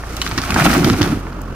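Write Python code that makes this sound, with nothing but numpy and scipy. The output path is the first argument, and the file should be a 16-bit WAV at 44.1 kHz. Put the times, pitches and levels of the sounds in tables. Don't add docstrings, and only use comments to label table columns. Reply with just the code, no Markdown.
import sys
import numpy as np
from scipy import signal
from scipy.fft import rfft, irfft, next_fast_len
from scipy.io import wavfile
from scipy.ndimage import map_coordinates

SR = 44100
rng = np.random.default_rng(int(sys.argv[2]) if len(sys.argv) > 2 else 0)


def digitize_waveform(pressure):
    field = np.atleast_2d(pressure).T
    bounded = np.clip(field, -1, 1)
    quanta = np.round(bounded * 32767).astype(np.int16)
    wavfile.write(sys.argv[1], SR, quanta)


N = 68355

# (time [s], relative levels of knock [dB], crack [dB] and fizz [dB], lowest mode [Hz])
LIMB_SNAPS = [(.0353,-21.5,-53,-54,1060),(0.1676,-44,-19.5,-38,1510),(0.2163,-17,-6,-21,1182),(0.219,-15,-33,-41,1210),(0.2635,-13,-14,-29,1163),(0.275,-19,-16.5,-33,1560),(0.3125,-17.5,-19,-41,870),(0.318,-17,-23,-42,1410),
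              (0.378,-12,-9.5,-28,1605),(0.383,-11.5,-12.5,-33,1074),(0.3857,-19,-14.5,-36,1624),(.4170,-31,-16.5,-34,1400),(0.4365,-17.5,-24,-34,1190),(0.5022,-13,-34,-41,1180),(.5055,-16.5,-10,-21,1000),(0.521,-13,-33,-37,1450),(0.543,-18.5,-13,-26,1870),
              (0.5614,-4.5,-28,-34,1006),(0.5958,-10.5,-33,-28,1004),(.6000,-6.5,-32,-21,1290),(.6490,-12,-33,-19,1270),(0.691,-12,-32,-21,990),(0.696,-12.5,-32,-28,1440),(0.731,-11,-29,-26,1160),
              (0.7403,-11,-34,-16,1270),(0.795,-21,-17,-25,1440),(0.845,-12,-5,-16.5,1255),(0.865,-22,-26,-35,1370),(0.899,-14,-12,-31,1545),(0.9324,-51,-18,-44,1540),(.9655,-22,-25,-29,1170),
              (1.0125,-12.5,-16,-25,780),(1.0170,-15.5,-7.5,-24,1356),(1.0288,-15.5,-10,-48,1420),(1.0460,-17.5,-39,-44,1270),(1.0590,-17.5,-29,-38,960),(1.0755,-25,-23,-29,1530),(1.2670,-21.5,-41,-58,1050),(1.3290,-30,-36,-49,1144)]
# (decay time [s], gain of the scattered part [dB])
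SNAP_PARTS = [(0.0015, -13), (0.00083, -15), (.0008, -10)]
# (frequency [multiple of the lowest], gain [dB], decay time [s])
WOOD_MODES = [(1, -12, 0.0044), (2.53, -9.5, 0.0051), (3.52, -5, 0.0016), (4.3, -7.5, 0.0011)]
# (time [s], peak level before the low-pass [dB], pitch [Hz], decay time [s])
TURF_IMPACTS = [(0.315,-23.5,109.6,0.087),(.375,-13.5,243,0.011),(.498,-19.5,240,0.013),(.515,-19,82,0.06),(0.546,-17.5,219,0.084),(0.613,-13,160,0.026),(.650,-8.5,196,0.06),(.662,-6.5,270,0.0082),(.718,-17.5,214,0.062),(.768,-7,309,0.024),
                (.790,-11.5,161,0.012),(0.848,-13,110,0.016),(.856,-8,280,0.045),(0.898,-15.5,181,0.019),(.912,-10.5,106,0.024),(.980,-15.5,306,0.04),(1.009,-7,262,0.0047),(1.005,-10,99,.016),(1.06,-11.5,310,0.012),(1.122,-11.5,297,0.014),(1.138,-15,84.5,0.019)]
# (time [s], level [dB])
DRUMMING_ENVELOPE = [(0,-42.5),(.3,-29.5),(.48,-30),(.58,-19.5),(.68,-17),(.9,-17),(.96,-22),(1.13,-20),(1.2,-34),(1.55,-35.5)]
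TWIG_ENVELOPE = [(0,-45),(.24,-39),(.46,-31),(.58,-21.5),(.68,-18.5),(.76,-21),(.83,-30),(.87,-22.5),(.98,-28.5),(1.06,-25.5),(1.14,-35.5),(1.2,-45),(1.55,-56)]
NEEDLE_ENVELOPE = [(0,-43),(.2,-35.5),(.48,-31.5),(.58,-24),(.75,-23),(.82,-27.5),(.87,-27),(.96,-31),(1.05,-31),(1.2,-44.5),(1.55,-77.5)]
# (frequency [Hz], relative level [dB])
DRUMMING_SPECTRUM = [(25,-55),(55,-4.5),(90,-2.5),(180,1.5),(340,-1),(420,-8.5),(520,-18),(900,-45.5)]
TWIG_SPECTRUM = [(200,-25.5),(480,-7.5),(720,2.5),(1000,-5.5),(1350,0.5),(1900,-11.5),(2400,-7),(3300,-16),(5000,-26.5),(8000,-43),(16000,-26)]
NEEDLE_SPECTRUM = [(500,-17.5),(2000,3.5),(3300,-1.5),(4300,0),(6000,-0.5),(7200,-5.5),(10000,-6),(15000,-14)]
# (time [s], level [dB])
TREBLE_TICKS = [(.1470,-36),(0.1666,-23),(0.2218,-21.5),(.2915,-24),(.5438,-20),(0.748,-24),(1.061,-27),(1.201,-39),(1.4169,-27.5)]
# (time [s], firing rate [Hz])
FIRING_RATE = [(0,27.8),(.71,29.3),(.82,28),(1.0,42.3),(1.2,44.5),(1.36,44.7),(1.55,43)]
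# (frequency [multiple of the firing rate], level at idle [dB], level at speed [dB])
EXHAUST_HARMONICS = [(1,-39,-29),(2,-31,-35),(3,-38,-39),(4,-45,-43),(5,-50,-46),(6,-48,-45)]
# (frequency [Hz], relative level [dB])
CLATTER_SPECTRUM = [(25,-19),(60,-6.5),(150,-17.5),(280,-10.5),(400,-13.5),(600,-13),(850,-18.5),(1350,-13),(2000,-28),(2700,-27.5),(3500,-34.5),(6000,-36),(8000,-43.5),(15000,-47)]
# (frequency [Hz], time to fall 60 dB [s])
HILL_T60 = [(100,1),(1200,1),(4000,0.46),(12000,0.22)]
# (frequency [Hz], coherence [0 to 1])
SNAP_COHERENCE = [(500,0.59),(1400,0.73),(4500,0.48),(14000,0.3)]
FIELD_COHERENCE = [(100,1),(350,0.97),(700,0.72),(1400,0.73),(2500,0.44),(4500,0.26),(14000,0.12)]
# (frequency [Hz], left minus right [dB])
EAR_BALANCE = [(60, 0), (99, -5), (160, 2), (270, -2), (450, -4), (740, 5), (1220, -6.5), (2010, 0.5),
               (3330, 0.5), (5500, -1), (9080, -1.5), (15000, -2.5)]


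def snaps():
    out, t = np.zeros((2, N)), np.arange(SR // 12) / SR
    rise_s, scatter_s, direct_db = .00025, .0096, 2
    crack_hz, fizz_hz = (2700, 6100), (6500, 15000)
    rise = 1 - np.exp(-t / rise_s)
    for s, knock, crack, fizz, ring_hz in LIMB_SNAPS:
        knock_hz = (.8 * ring_hz, 1.7 * ring_hz)
        bands = knock_hz, crack_hz, fizz_hz
        for db, band_hz, (decay_s, scatter_db) in zip((knock, crack, fizz), bands, SNAP_PARTS):
            add(out, s, amp(db + direct_db) * burst(rise * np.exp(-t / decay_s), band_hz))
            add(out, s, amp(db + scatter_db) * burst(rise * np.exp(-t / scatter_s), band_hz))
        for db, (multiple, mode_db, decay_s) in zip((knock, crack, crack, crack), WOOD_MODES):
            ring = np.sin(2 * np.pi * (multiple * ring_hz * t + rng.random((2, 1))))
            add(out, s, amp(db + mode_db) * rise * np.exp(-t / decay_s) * ring)
    return spread(out, SNAP_COHERENCE)


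def thuds():
    out, t = np.zeros((2, N)), np.arange(SR // 5) / SR
    rise_s, width_octaves, cutoff_hz = .0033, .32, 430
    for s, db, pitch_hz, decay_s in TURF_IMPACTS:
        band = lambda hz: np.exp(-.5 * (np.log2((hz + 1) / pitch_hz) / width_octaves) ** 2)
        rumble = filtered(rng.standard_normal((2, len(t))), band)
        boom = np.cos(np.angle(signal.hilbert(rumble)))
        envelope = (1 - np.exp(-t / rise_s)) ** 2 * np.exp(-t / decay_s)
        add(out, s, amp(db) * envelope / envelope.max() * boom)
    return spread(filtered(out, lambda hz: 1 / (1 + (hz / cutoff_hz) ** 10)))


def crown():
    drumming_gain = amp(curve(DRUMMING_ENVELOPE))
    drumming = drumming_gain * crackle(DRUMMING_SPECTRUM, per_s=260, unevenness_db=.5, hiss=.237)
    twig_gain = amp(curve(TWIG_ENVELOPE) + 3.48 * wobble(per_s=69.95))
    twigs = twig_gain * crackle(TWIG_SPECTRUM, per_s=550, unevenness_db=3.5, hiss=.66)
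    needle_gain = amp(curve(NEEDLE_ENVELOPE) + 2.33 * wobble(per_s=59.07))
    needles = needle_gain * crackle(NEEDLE_SPECTRUM, per_s=2700, unevenness_db=6.5, hiss=1.0)
    return drumming + twigs + needles


def ticks():
    out, t = np.zeros((2, N)), np.arange(SR // 100) / SR
    decay_s = .0016
    for s, db in TREBLE_TICKS:
        add(out, s, amp(db) * burst(np.exp(-t / decay_s), band_hz=(5490, 15250)))
    return spread(out)


def engine():
    clatter_idle_db, clatter_rise_db = -34, .5
    firing_hz = curve(FIRING_RATE)
    speed = (firing_hz - firing_hz.min()) / np.ptp(firing_hz)
    phase = 2 * np.pi * np.cumsum(firing_hz * (1 + .0076 * wobble(per_s=23.76))) / SR
    throb = np.zeros(N)
    for order, idle_db, fast_db in EXHAUST_HARMONICS:
        rms_db = idle_db + speed * (fast_db - idle_db) + .92 * wobble(per_s=10.5)
        throb += 2 ** .5 * amp(rms_db) * np.cos(order * phase + rng.normal(0, .67))
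    pulsing_noise = rng.standard_normal((2, N)) * (1 + .22 * np.cos(phase))
    clatter = unit(spread(coloured(pulsing_noise, CLATTER_SPECTRUM)))
    return throb + amp(clatter_idle_db + clatter_rise_db * speed) * clatter


def hillside(x):
    hz, t, noise = signal.stft(rng.standard_normal((2, SR // 2)), SR, nperseg=256)
    decay = amp(-60 * t / along(HILL_T60, hz)[:, None])
    tail = signal.istft(noise * decay, SR, nperseg=256)[1]
    tail /= np.linalg.norm(tail[0])
    echo = signal.fftconvolve(x.mean(axis=0)[None], tail, axes=1)
    return spread(echo[:, :N])


def burst(envelope, band_hz):
    band = signal.butter(3, band_hz, "band", fs=SR, output="sos")
    pair = signal.sosfilt(band, envelope * rng.standard_normal((2, len(envelope))))
    return pair * np.linalg.norm(envelope) / np.linalg.norm(pair, axis=1, keepdims=True)


def crackle(spectrum, per_s, unevenness_db, hiss):
    struck = rng.random(N) < per_s / SR
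    sizes = amp(unevenness_db * np.minimum(rng.exponential(size=N), 3))
    impulses = unit(struck * sizes * rng.choice([-1, 1], (2, N)))
    excitation = impulses + hiss * rng.standard_normal((2, N))
    return unit(spread(coloured(excitation, spectrum)))


def spread(pair, coherence=FIELD_COHERENCE):
    angle = lambda hz: np.arccos(np.clip(along(coherence, hz), -1, 1)) / 2
    mid, side = filtered(pair, lambda hz: np.array([np.cos(angle(hz)), np.sin(angle(hz))]))
    return np.array([mid + side, mid - side])


def coloured(x, spectrum):
    size = 4096
    cepstrum = irfft(np.log(amp(along(spectrum, np.fft.rfftfreq(size, 1 / SR)))))
    cepstrum[1:size // 2] *= 2
    cepstrum[size // 2 + 1:] = 0
    impulse_response = irfft(np.exp(rfft(cepstrum)))
    return signal.fftconvolve(x, impulse_response[None], axes=1)[:, :N]


def filtered(x, response):
    size = next_fast_len(x.shape[-1] + SR // 4)
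    return irfft(rfft(x, size) * response(np.fft.rfftfreq(size, 1 / SR)), size)[..., :x.shape[-1]]


def add(track, s, sound):
    part = track[..., max(round(s * SR), 0):][..., :sound.shape[-1]]
    part += sound[..., :part.shape[-1]]


def wobble(per_s):
    return map_coordinates(rng.standard_normal(400), [np.arange(N) * per_s / SR], mode="wrap")


def curve(points):
    return np.interp(np.arange(N) / SR, *np.transpose(points))


def along(points, hz):
    point_hz, values = np.transpose(points)
    return np.interp(np.log(hz + 1), np.log(point_hz + 1), values)


def amp(db):
    return 10 ** (np.asarray(db) / 20)


def unit(x):
    return x / np.sqrt(np.mean(x ** 2) + 1e-20)


def scene():
    echo_db, left_lag_s = -10.5, .00006
    breaks = snaps()
    mix = breaks + amp(echo_db) * hillside(breaks) + ticks() + thuds() + crown() + engine()
    sides = np.array([[.5], [-.5]])
    balance = lambda hz: amp(sides * along(EAR_BALANCE, hz))
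    delay = lambda hz: np.exp(-2j * np.pi * hz * sides * left_lag_s)
    return filtered(mix, lambda hz: balance(hz) * delay(hz))


def record(dry):
    top_hz = 15600
    rounded = dry / (1 + np.abs(dry) ** 8) ** (1 / 8)
    return filtered(rounded, lambda hz: hz < top_hz)


dry = scene()
out = record(dry)
digitize_waveform(out)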